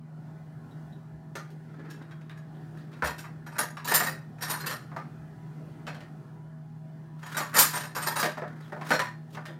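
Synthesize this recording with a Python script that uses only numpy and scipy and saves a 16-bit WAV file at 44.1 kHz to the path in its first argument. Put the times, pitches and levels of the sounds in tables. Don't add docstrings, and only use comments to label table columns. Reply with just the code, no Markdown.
import sys
import numpy as np
from scipy import signal
from scipy.fft import rfft, irfft, next_fast_len
from scipy.io import wavfile
from scipy.ndimage import uniform_filter1d, map_coordinates

SR = 44100
rng = np.random.default_rng(int(sys.argv[2]) if len(sys.argv) > 2 else 0)


def dump(signal):
    limited = np.clip(np.atleast_2d(signal).T, -1, 1)
    pcm = np.round(limited * 32767).astype(np.int16)
    wavfile.write(sys.argv[1], SR, pcm)


N = 422919

# [t/s, blade level/dB, handle clack level/dB, clack f/Hz,
#  level change of the two favoured blade modes/dB, first favoured f/Hz, second favoured f/Hz]
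CLINKS = [(1.901, -53.5, -64, 1650.0, -3, 1663.0, 5556.0), (2.372, -61.5, -58.0, 1740, 3, 6686.0, 1663.0),
          (3.04, -42.5, -47, 960.0, 2.5, 9249.0, 13717.0), (3.06, -40.0, -41, 940.0, -8, 9249.0, 13932.0),
          (3.182, -47, -48.5, 1470, -3, 10067.0, 14140.0), (3.464, -54.5, -46.5, 1460, -1, 11445.0, 5787.0),
          (3.521, -58.5, -50, 940.0, 1, 8800.0, 2541.0),
          (3.555, -55.5, -43.5, 1490.0, -2.5, 5556.0, 2541.0),
          (3.584, -29.0, -28.5, 1673, -2, 9990.0, 5556.0), (3.846, -40.5, -40.5, 954, 0, 15073.0, 7200.0),
          (3.876, -32.5, -34, 1750, -0.5, 13600.0, 1836.0),
          (3.902, -34.5, -33.5, 944, -1.5, 7262.0, 9249.0), (3.94, -20, -27, 1790, -0.5, 13717.0, 11310.0),
          (4.033, -36.5, -40, 910, -0.5, 9249.0, 1836.0), (4.063, -37, -34.5, 1802, -1.5, 15073.0, 1836.0),
          (4.384, -63, -55, 920.0, -3, 11919.0, 13717.0), (4.409, -48, -45, 1800.0, 7, 9249.0, 5556.0),
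          (4.421, -35.5, -36.5, 1760, -0.5, 9249.0, 5556.0), (4.479, -44, -44, 970.0, 4, 11600.0, 9249.0),
          (4.498, -32, -34.5, 990, 2.5, 9249.0, 11700.0), (4.601, -44.0, -44, 1530.0, -1, 11840.0, 4199.0),
          (4.662, -35.0, -35.5, 1850, -3, 11170.0, 4199.0),
          (4.705, -39, -36.5, 1360.0, -1, 11270.0, 1836.0), (7.23, -57.5, -53.5, 1580, 4, 6900.0, 15073.0),
          (7.261, -51, -46.5, 975, -2, 6700.0, 15073.0), (7.345, -45.5, -39, 1506, 4, 3844.0, 9249.0),
          (7.368, -34, -31, 1510, -9, 12150.0, 9249.0), (7.407, -45, -42.5, 985, 1, 6850.0, 11154.0),
          (7.531, -52.0, -39.5, 1210.0, -0.5, 11445.0, 8550.0),
          (7.541, -34, -33.5, 1780, 2, 8500.0, 11445.0), (7.552, -30.0, -26.5, 958, 0.5, 7300.0, 12600.0),
          (7.567, -22.0, -23, 977, 1, 8581.0, 7070.0), (7.587, -23, -28, 1210, -0.5, 11400.0, 9249.0),
          (7.617, -27.5, -32, 1630.0, 0.5, 8581.0, 12700.0), (7.733, -35.0, -33, 970, 1, 8662.0, 1766.0),
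          (7.755, -36.5, -35.5, 1740, -5, 8662.0, 5787.0), (7.8, -43.5, -43, 1680.0, -2, 8800.0, 11445.0),
          (7.835, -46, -42.5, 930, -6, 8662.0, 5556.0), (7.95, -41.5, -39.5, 1180, -2, 11445.0, 9249.0),
          (7.962, -38.5, -33.5, 1140, -0.5, 11445.0, 1766.0), (8.019, -37, -38, 1190, 0, 8662.0, 7041.0),
          (8.066, -31.5, -30.0, 930, -2, 12651.0, 12769.0), (8.11, -56, -40, 930, -2, 12769.0, 14788.0),
          (8.158, -35, -32, 940, -2, 9249.0, 11280.0), (8.189, -32.5, -31, 1190.0, -5, 13932.0, 15073.0)]
# [t/s, clack level/dB,
#  blade level over the clack/dB, counter level over the clack/dB, treble slope/dB per octave, clack f/Hz,
#  counter f/Hz, first favoured blade f/Hz, second favoured blade f/Hz]; levels are before the treble slope
KNOCKS = [(1.354, -40.5, -10, -3, 2.5, 1230, 343, 5556.0, 4199.0),
          (1.504, -72.5, -1.5, -12.0, 7.5, 1020.0, 650, 4199.0, 3844.0),
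          (2.023, -63.5, -3.5, -12.0, 2.5, 1680.0, 650, 3844.0, 1663.0),
          (2.111, -53.5, -6, -16, -0.5, 1570.0, 650, 3241.0, 3844.0),
          (2.212, -61.5, -3, -3, 0.0, 1430.0, 650, 3844.0, 1663.0),
          (2.296, -52.5, -3, -19, -2.0, 1560.0, 650, 3844.0, 1663.0),
          (2.93, -58.5, -1.0, -1, -0.5, 1440.0, 650, 3844.0, 4199.0),
          (3.023, -28.0, -23, -4, 0.5, 1530, 980, 1766.0, 2670.0),
          (3.056, -35.0, -9, -1.5, 0.0, 1050, 950.0, 3241.0, 4199.0),
          (3.242, -46, -14, -15, 2, 1120, 650, 4813.0, 5787.0),
          (3.77, -41.5, -8, -12, -0.5, 1150, 650, 5556.0, 4199.0),
          (3.917, -29.5, -10.5, -0.5, 2, 1850, 930, 7262.0, 13717.0),
          (4.002, -28.5, -11, -4.5, 1.5, 1830.0, 925, 7262.0, 9249.0),
          (4.535, -37, -25.0, -14, -2.5, 1570, 900, 9249.0, 1836.0),
          (4.641, -41.5, -17.5, -12, -0.5, 1710.0, 650, 1836.0, 4199.0),
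          (4.917, -49, -33, -2.5, -2.5, 1020.0, 650, 4199.0, 4840),
          (4.964, -38.5, -27, -2.0, 2, 1170, 830.0, 4199.0, 2993.0),
          (5.868, -44.5, -0.5, -1.5, -2.5, 1230.0, 666, 2541.0, 2970),
          (5.879, -43, -3.5, -4.5, -2, 1520, 690.0, 2541.0, 2670.0),
          (5.946, -52.0, -4.5, -3, 0.5, 1700, 650, 3241.0, 3844.0),
          (6.006, -54, -3.5, -1.5, 0.0, 1910, 650, 3844.0, 8075.0),
          (7.229, -47.5, -10, -5.5, -1, 1530.0, 980, 5556.0, 1766.0),
          (7.404, -35, -6, -3, -2.5, 1130, 970, 6686.0, 9249.0),
          (7.589, -27, -6.5, -15, 10.5, 1250, 950, 7203.0, 8581.0),
          (8.229, -29.5, -5.5, 0, 1, 1610.0, 940, 4813.0, 5500),
          (8.255, -35.5, -4.5, 1.5, 0.5, 1730, 610.0, 4813.0, 11370.0),
          (8.372, -40.5, -30.0, 0.5, 3, 1260, 700, 2670.0, 3844.0),
          (8.42, -39.5, -32.0, 3, -2.5, 1620, 563, 2670.0, 3844.0),
          (8.722, -43.5, -27, 4.5, 1.5, 1530, 905, 1663.0, 4813.0),
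          (8.765, -52.0, -28.0, 7.5, -10, 1020.0, 850.0, 2670.0, 1766.0),
          (8.812, -43.5, -5, 2, -3, 1020.0, 990.0, 3844.0, 1740),
          (8.906, -23.0, -9, -3.5, -1, 1490, 730.0, 11445.0, 14788.0),
          (8.935, -31, -4, -1, -1, 1540, 600.0, 11445.0, 7262.0),
          (8.993, -28, -5.5, -5.5, -1, 1870, 1020, 9249.0, 1836.0),
          (9.348, -49.0, -4, -11.0, 0.5, 1180, 650, 6686.0, 6200),
          (9.371, -43, -28.0, 0.5, -2, 1170, 1020, 2670.0, 1836.0),
          (9.455, -46.5, -6.5, -11, 2, 1490, 650, 9249.0, 3241.0),
          (9.486, -50.5, -15.0, 3.5, -3, 1780.0, 302, 3241.0, 2541.0)]
# [f/Hz, relative level/dB, t60 before contact damping/s]
BLADES = [(1663, -14, 0.16), (1766, -14, 0.16), (1836, -12, 0.17), (2541, -10, 0.12), (2670, -7, 0.14),
          (2993, -9, 0.12), (3241, -10, 0.13), (3844, -5, 0.12), (4199, -4, 0.16), (4813, -3, 0.14),
          (4985, -9, 0.15), (5394, -8, 0.13), (5556, -2, 0.14), (5787, -9, 0.12), (6234, -10, 0.12),
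          (6686, -6, 0.13), (6767, -10, 0.14), (7041, -11, 0.13), (7203, -4, 0.13), (7262, -6, 0.14),
          (7677, -13, 0.12), (8075, -11, 0.12), (8581, -3, 0.11), (8662, -8, 0.13), (8753, -5, 0.13),
          (9249, -1, 0.13), (9938, -7, 0.1), (10067, -6, 0.1), (10637, -9, 0.11), (11154, -7, 0.12),
          (11370, -3, 0.12), (11445, -3, 0.13), (11542, -4, 0.15), (11811, -6, 0.13), (11919, -6, 0.12),
          (12651, -4, 0.13), (12769, -3, 0.12), (13717, -2, 0.11), (13932, -7, 0.11), (14788, -9, 0.1),
          (15073, -6, 0.12)]
# [f/Hz, relative level/dB, t60 before contact damping/s]
HANDLES = [(856, -3, .2), (978, 1, .25), (1128, -3, .2), (1213, -1, .28), (1298, -4, .2), (1354, -3, .2),
           (1510, -5, .2), (1598, -3, .22), (1715, -5, .25), (1770, -6, .25), (1838, -2, .32),
           (2190, -14, .16)]
# [f/Hz, relative level/dB, t60 before contact damping/s]
COUNTER = [(320, -4, .2), (395, -9, .15), (530, 0, .17), (599, 0, .25), (646, -3, .2), (725, -1, .25)]
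# [f/Hz, relative level/dB per Hz]
BLADE_CRACK = [(1200, -33.5), (2300, -1.5), (3400, 3.5), (4500, 3.5), (6300, 0.5), (9000, -1.5),
               (10500, -4.5), (11600, -6.5), (14000, 2), (15300, -15), (16200, -22)]
HANDLE_CRACK = [(450, -28), (750, -3), (950, 1), (1400, 4.5), (1850, 2), (2100, -3), (2800, -14.5),
                (5000, -19.5), (12000, -42.5)]
COUNTER_CRACK = [(60, -47), (130, -5), (190, 4), (320, -4), (450, 3), (600, -3.5), (780, 4.5),
                 (1100, -21.5), (3000, -50.5)]
# [t/s, level/dB, f/Hz, t60/s]
SINGLE_TONES = [(0.712, -69, 3870, .03), (0.924, -67, 3860, .025), (1.356, -51.5, 6300, .003),
                (1.906, -54, 1663, 0.18), (2.296, -61.5, 3736, .012), (2.55, -69, 3500, 0.0027),
                (2.785, -70, 3900, 0.0028), (2.81, -71, 4700, .003), (7.231, -60.5, 3241, .05),
                (7.262, -53.5, 1796, .15), (8.624, -67.5, 3950, .01), (8.645, -64, 3330, .008),
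                (9.465, -64, 3190, .02), (9.48, -60, 3600, 0.013)]
# [f/Hz, relative level before scatter/dB, t60/s]
FREE_BLADE = [(4231, 0, .36), (5582, 1, .28), (7262, -8, .22)]
# [t/s, starting level before build-up and flutter/dB]
FREE_RINGS = [(4.965, -64), (5.872, -52), (8.913, -30.5)]
# [start t/s, length t/s, fade time constant/s,
#  then at the height of the push: handle scrape level/dB, steel hiss level/dB, counter rumble level/dB]
SLIDES = [(1.596, 0.28, 0.22, -56, -79, -51), (2.695, 0.28, 0.12, -58, -70, -56.5),
          (7.153, 0.23, 0.13, -50, -57.5, -62), (8.32, 0.2, 0.086, -51, -65.5, -49),
          (8.601, 0.053, 0.04, -62, -67, -63), (8.741, 0.2, 0.12, -44, -54, -53),
          (8.84, 0.047, 0.076, -44.5, -46, -51), (9.264, 0.095, 0.075, -68.5, -59, -53)]
# [f/Hz, relative level/dB per Hz]
STEEL_HISS = [(1000, -32), (3000, 1), (7000, -5.5), (15000, -11.5)]
RUMBLE = [(100, -23.5), (230, -0.5), (350, -0.5), (480, -10), (900, -22), (3000, -63)]
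# [t/s, level before build-up and doubling/dB]
BUMPS = [(1.13, -49), (3.03, -35.5), (5.18, -56.5)]
# [f/Hz, level/dB, waver depth/dB]
HUM = [(117, -60.5, 2), (120, -61.5, 2), (155.3, -44.4, .8), (177, -62, 3), (233, -62.5, 3), (240, -65, 3),
       (340, -67, 4), (646, -67, 4.5), (823, -72, 4), (978, -73, 4)]
# [f/Hz, relative level/dB per Hz]
AIR = [(20, -25.5), (60, -8.5), (100, -7), (130, 7.5), (200, -4), (320, -4), (400, -9.5), (520, -16.5),
       (680, -12.5), (830, -15.5), (1150, -20), (1750, -20.5), (2150, -30.5), (2600, -33.5), (5000, -38),
       (16000, -47)]
# [f/Hz, t60/s]
ROOM = [(100, 0.48), (500, 0.29), (1800, 0.4), (5000, 0.33), (15000, 0.25)]

TOP_HZ = 16000
RING_SAMPLES = 16384
AIR_DB = -50

FIRM_DB, FIRM_SLOPE, SLOPE_PER_DB = -29, -0.5, 0.2
SHAKEN_SLOPE = -5.5

CLINK_COUNTER_DB = -7
CLINK_BUILD_S, KNOCK_BUILD_S = 0.0039, 0.00031
CHATTER_GROWS = 0.26
CLINK_DIRECT_DB, KNOCK_DIRECT_DB = -14, -9.5

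LEAD_DB, SECOND_DB, LEAD_LIFE = 5, 2.5, 1.4
HELD_LEAD_DB, HELD_LEAD_LIFE = -4.5, 1.15
LOOSE_CRACK_DB, HELD_CRACK_DB = -3.5, 3

BLADE_TOUCH_S, HANDLE_TOUCH_S, COUNTER_TOUCH_S = 0.00055, 0.0007, 0.0014
CLACK_PEAK_DB, CLACK_PEAK_WIDTH_HZ = 1.5, 128
COUNTER_PEAK_DB, COUNTER_PEAK_WIDTH_HZ = 0, 110
TOUCH_KNEE_HZ = 1620
FREE_BUILD_S = 0.017
CEILING, CEILING_KNEE = 0.38, 3.2


def clinks():
    track = np.zeros(N)
    for s, db, clack_db, clack_hz, lead_db, *lead_hz in CLINKS:
        build_s = CLINK_BUILD_S * amp(CHATTER_GROWS * (db - FIRM_DB))
        path = kitchen(CLINK_DIRECT_DB, build_s)
        peaks = [(clack_hz, CLACK_PEAK_WIDTH_HZ, CLACK_PEAK_DB)]
        modes = blade_modes(lead_hz, lead_db, held=False)
        counter_db = clack_db + CLINK_COUNTER_DB
        clink = contact(clack_db, db, counter_db, hardness(db), modes, peaks, path, LOOSE_CRACK_DB)
        add(track, s, clink)
    return track


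def knocks():
    track = np.zeros(N)
    for s, db, ring_over, counter_over, treble_db, clack_hz, counter_hz, *lead_hz in KNOCKS:
        path = kitchen(KNOCK_DIRECT_DB, KNOCK_BUILD_S)
        peaks = [(clack_hz, CLACK_PEAK_WIDTH_HZ, CLACK_PEAK_DB),
                 (counter_hz, COUNTER_PEAK_WIDTH_HZ, COUNTER_PEAK_DB)]
        modes = blade_modes(lead_hz, HELD_LEAD_DB, held=True)
        blade_db = db + ring_over
        slope = hardness(blade_db) + SHAKEN_SLOPE
        knock = contact(db, blade_db, db + counter_over, slope, modes, peaks, path, HELD_CRACK_DB)
        landed = filtered(knock, lambda f: amp(treble_db * np.log2(np.maximum(f / TOUCH_KNEE_HZ, 1))))
        add(track, s, landed)
    return track


def contact(clack_db, blade_db, counter_db, slope, modes, peaks, path, blade_crack_db):
    blade = struck(modes, BLADE_CRACK, BLADE_TOUCH_S,
                   crack_db=blade_crack_db, scatter_db=3.5, damping=3.3, slope=slope)
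    handle = struck(HANDLES, HANDLE_CRACK, HANDLE_TOUCH_S, crack_db=4.0, scatter_db=2.5, damping=2.64)
    counter = struck(COUNTER, COUNTER_CRACK, COUNTER_TOUCH_S, crack_db=0.5, scatter_db=3.5, damping=2.2)
    body = heard(handle, path, clack_db) + heard(counter, path, counter_db)
    return heard(blade, path, blade_db) + favoured(body, peaks)


def blade_modes(lead_hz, change_db, held):
    modes = np.array(BLADES, float)
    life = HELD_LEAD_LIFE if held else LEAD_LIFE
    for hz, db in zip(lead_hz, (LEAD_DB, SECOND_DB)):
        nearest = np.argmin(abs(modes[:, 0] - hz))
        modes[nearest, 1:] = db + change_db, life * BLADES[nearest][2]
    return modes


def hardness(blade_db):
    return FIRM_SLOPE + SLOPE_PER_DB * (blade_db - FIRM_DB)


def struck(modes, spectrum, touch_s, crack_db, scatter_db, damping, slope=0):
    t = np.arange(RING_SAMPLES // 2, dtype=np.float32) / SR
    hz, db, t60 = np.transpose(modes).astype(np.float32)[:, :, None]
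    db = db + scatter_db * rng.standard_normal(hz.shape)
    phase = rng.uniform(0, 2 * np.pi, hz.shape).astype(np.float32)
    decay = np.exp(-6.908 * damping * t / t60)
    ring = amp(db[:, 0]) @ (decay * np.sin(2 * np.pi * hz * t + phase))
    onset = 1 - np.exp(-t / touch_s)
    sound = unit(ring * onset) + amp(crack_db) * unit(snap(spectrum, size=len(t)))
    if not slope:
        return sound
    return filtered(sound, lambda f: amp(slope * np.log2(np.clip(f, 2500, TOP_HZ) / TOP_HZ)))


def snap(spectrum, size):
    cepstrum = irfft(np.log(amp(along(spectrum, np.fft.rfftfreq(size, 1 / SR)))))
    cepstrum[1:size // 2] *= 2
    cepstrum[size // 2 + 1:] = 0
    return irfft(np.exp(rfft(cepstrum)))


def favoured(x, peaks):
    def resonances(f):
        gain = 1
        for hz, width, db in peaks:
            gain = gain + amp(db) * 1j * f * width / (hz * hz - f * f + 1j * f * width)
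        return gain
    return unit(filtered(x, resonances)) * np.std(x)


def single_tones(tick_db=-7):
    t = np.arange(RING_SAMPLES // 2) / SR
    track = np.zeros(N)
    tick = amp(tick_db) * unit(snap(STEEL_HISS, size=len(t)))
    for s, db, hz, t60 in SINGLE_TONES:
        tone = unit(amp(-60 * t / t60) * np.sin(2 * np.pi * hz * t)) + tick
        add(track, s, heard(tone, kitchen(KNOCK_DIRECT_DB, KNOCK_BUILD_S), db))
    return track


def free_knife():
    t = np.arange(RING_SAMPLES) / SR
    track = np.zeros(N)
    for s, db in FREE_RINGS:
        ring = 0
        for hz, level, t60 in FREE_BLADE:
            decay = amp(level + rng.normal(0, 1) - 60 * t / t60)
            ring = ring + decay * np.sin(2 * np.pi * hz * t)
        add(track, s, amp(db) * ring * (1 - np.exp(-t / FREE_BUILD_S)))
    return track * amp(2 * wobble(60))


def sliding():
    t = np.arange(N) / SR
    pushes = []
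    for s, length, fade, *_ in SLIDES:
        swell = np.clip((t - s) / length, 0, 1)
        pushes.append(swell * np.exp(-np.maximum(t - s - length, 0) / fade))
    scrape, hiss, rumble = amp(np.array(SLIDES)[:, 3:]).T @ np.array(pushes)
    grip = amp(5.5 * wobble(110) + 2.5 * wobble(12))

    def rubbed(spectrum):
        return coloured(grip * noise(spectrum, size=N))
    return scrape * rubbed(HANDLE_CRACK) + hiss * rubbed(STEEL_HISS) + rumble * rubbed(RUMBLE)


def cabinet(boom_hz=72, t60=0.25):
    t = np.arange(RING_SAMPLES) / SR
    boom = (1 - np.exp(-t / 0.0089)) * np.sin(2 * np.pi * boom_hz * t) * 2
    track = np.zeros(N)
    for s, db in BUMPS:
        add(track, s, amp(db - 60 * t / t60) * boom)
    return track


def appliance():
    t = np.arange(N) / SR
    hum = 0
    for hz, db, waver_db in HUM:
        phase = 2 * np.pi * hz * t + waver_db * (.15 * wobble(9) + .5 * wobble(1.2))
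        hum = hum + amp(db) * unit(amp(waver_db * wobble(7)) * np.sin(phase))
    fan = patchy(coloured(noise(AIR, size=N)), depth_db=2.5)
    return hum + amp(AIR_DB + 1.6 * wobble(3.7)) * fan


def patchy(x, depth_db):
    hz, t, z = signal.stft(x, SR, nperseg=1024)
    across_hz = uniform_filter1d(rng.standard_normal(z.shape), size=5, axis=0)
    field = uniform_filter1d(across_hz, size=9, axis=1)
    reach = along([(150, 0), (300, 1), (2000, 1), (6000, .3)], hz)[:, None]
    return unit(signal.istft(z * amp(depth_db * reach * unit(field)), SR, nperseg=1024)[1][:N])


def kitchen(direct_db, build_s, early=0.96, early_s=0.021, clump_db=3, clump_s=.0015, even=0.67):
    hz, t, z = signal.stft(rng.standard_normal(RING_SAMPLES), SR, nperseg=256)
    dying = z * amp(-60 * t / along(ROOM, hz)[:, None])
    tail = signal.istft(dying, SR, nperseg=256)[1][:RING_SAMPLES]
    age = np.arange(RING_SAMPLES) / SR
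    knots = rng.standard_normal(RING_SAMPLES)
    clumps = amp(clump_db * np.interp(age / clump_s, np.arange(RING_SAMPLES), knots))
    build = 1 - np.exp(-age / build_s)
    near_walls = 1 + early * np.exp(-age / early_s)
    z = rfft(tail * clumps * build * near_walls)
    smooth_power = abs(uniform_filter1d(abs(z) ** 2, size=110))
    tail = irfft(z / smooth_power ** (even / 2)) * (1 - age / age[-1]) ** .5
    tail /= np.linalg.norm(tail)
    tail[0] += amp(direct_db)
    return tail


def heard(sound, path, db):
    wet = signal.fftconvolve(sound, path)[:RING_SAMPLES]
    return amp(db) * wet / np.sqrt(np.sum(wet ** 2) / (.04 * SR))


def coloured(x):
    return unit(signal.fftconvolve(x, kitchen(direct_db=2, build_s=.002))[:N])


def noise(spectrum, size):
    return unit(filtered(rng.standard_normal(size), lambda hz: amp(along(spectrum, hz))))


def wobble(rate):
    knots = rng.standard_normal(int(N * rate / SR) + 4)
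    steps = np.arange(0, N, 48)
    return np.interp(np.arange(N), steps, map_coordinates(knots, [steps * rate / SR]))


def filtered(x, gain):
    m = next_fast_len(len(x) + 2048, True)
    return irfft(rfft(x, m) * gain(np.fft.rfftfreq(m, 1 / SR)), m)[:len(x)]


def along(points, hz):
    f, v = np.transpose(points)
    return np.interp(np.log(hz + 1), np.log(f + 1), v)


def amp(db):
    return 10 ** (np.asarray(db) / 20)


def unit(x):
    return x / np.sqrt(np.mean(x ** 2) + 1e-20)


def add(track, s, sound):
    part = track[max(round(s * SR), 0):][:len(sound)]
    part += sound[:len(part)]


def scene():
    knives = clinks() + knocks() + single_tones() + free_knife()
    return (knives + sliding() + cabinet() + appliance())[None]


def record(dry):
    thin = signal.sosfilt(signal.butter(3, 50, "highpass", fs=SR, output="sos"), dry[0])
    rounded = thin / (1 + abs(thin / CEILING) ** CEILING_KNEE) ** (1 / CEILING_KNEE)
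    return filtered(rounded, lambda hz: hz < TOP_HZ)[None]


dry = scene()
out = record(dry)
dump(out)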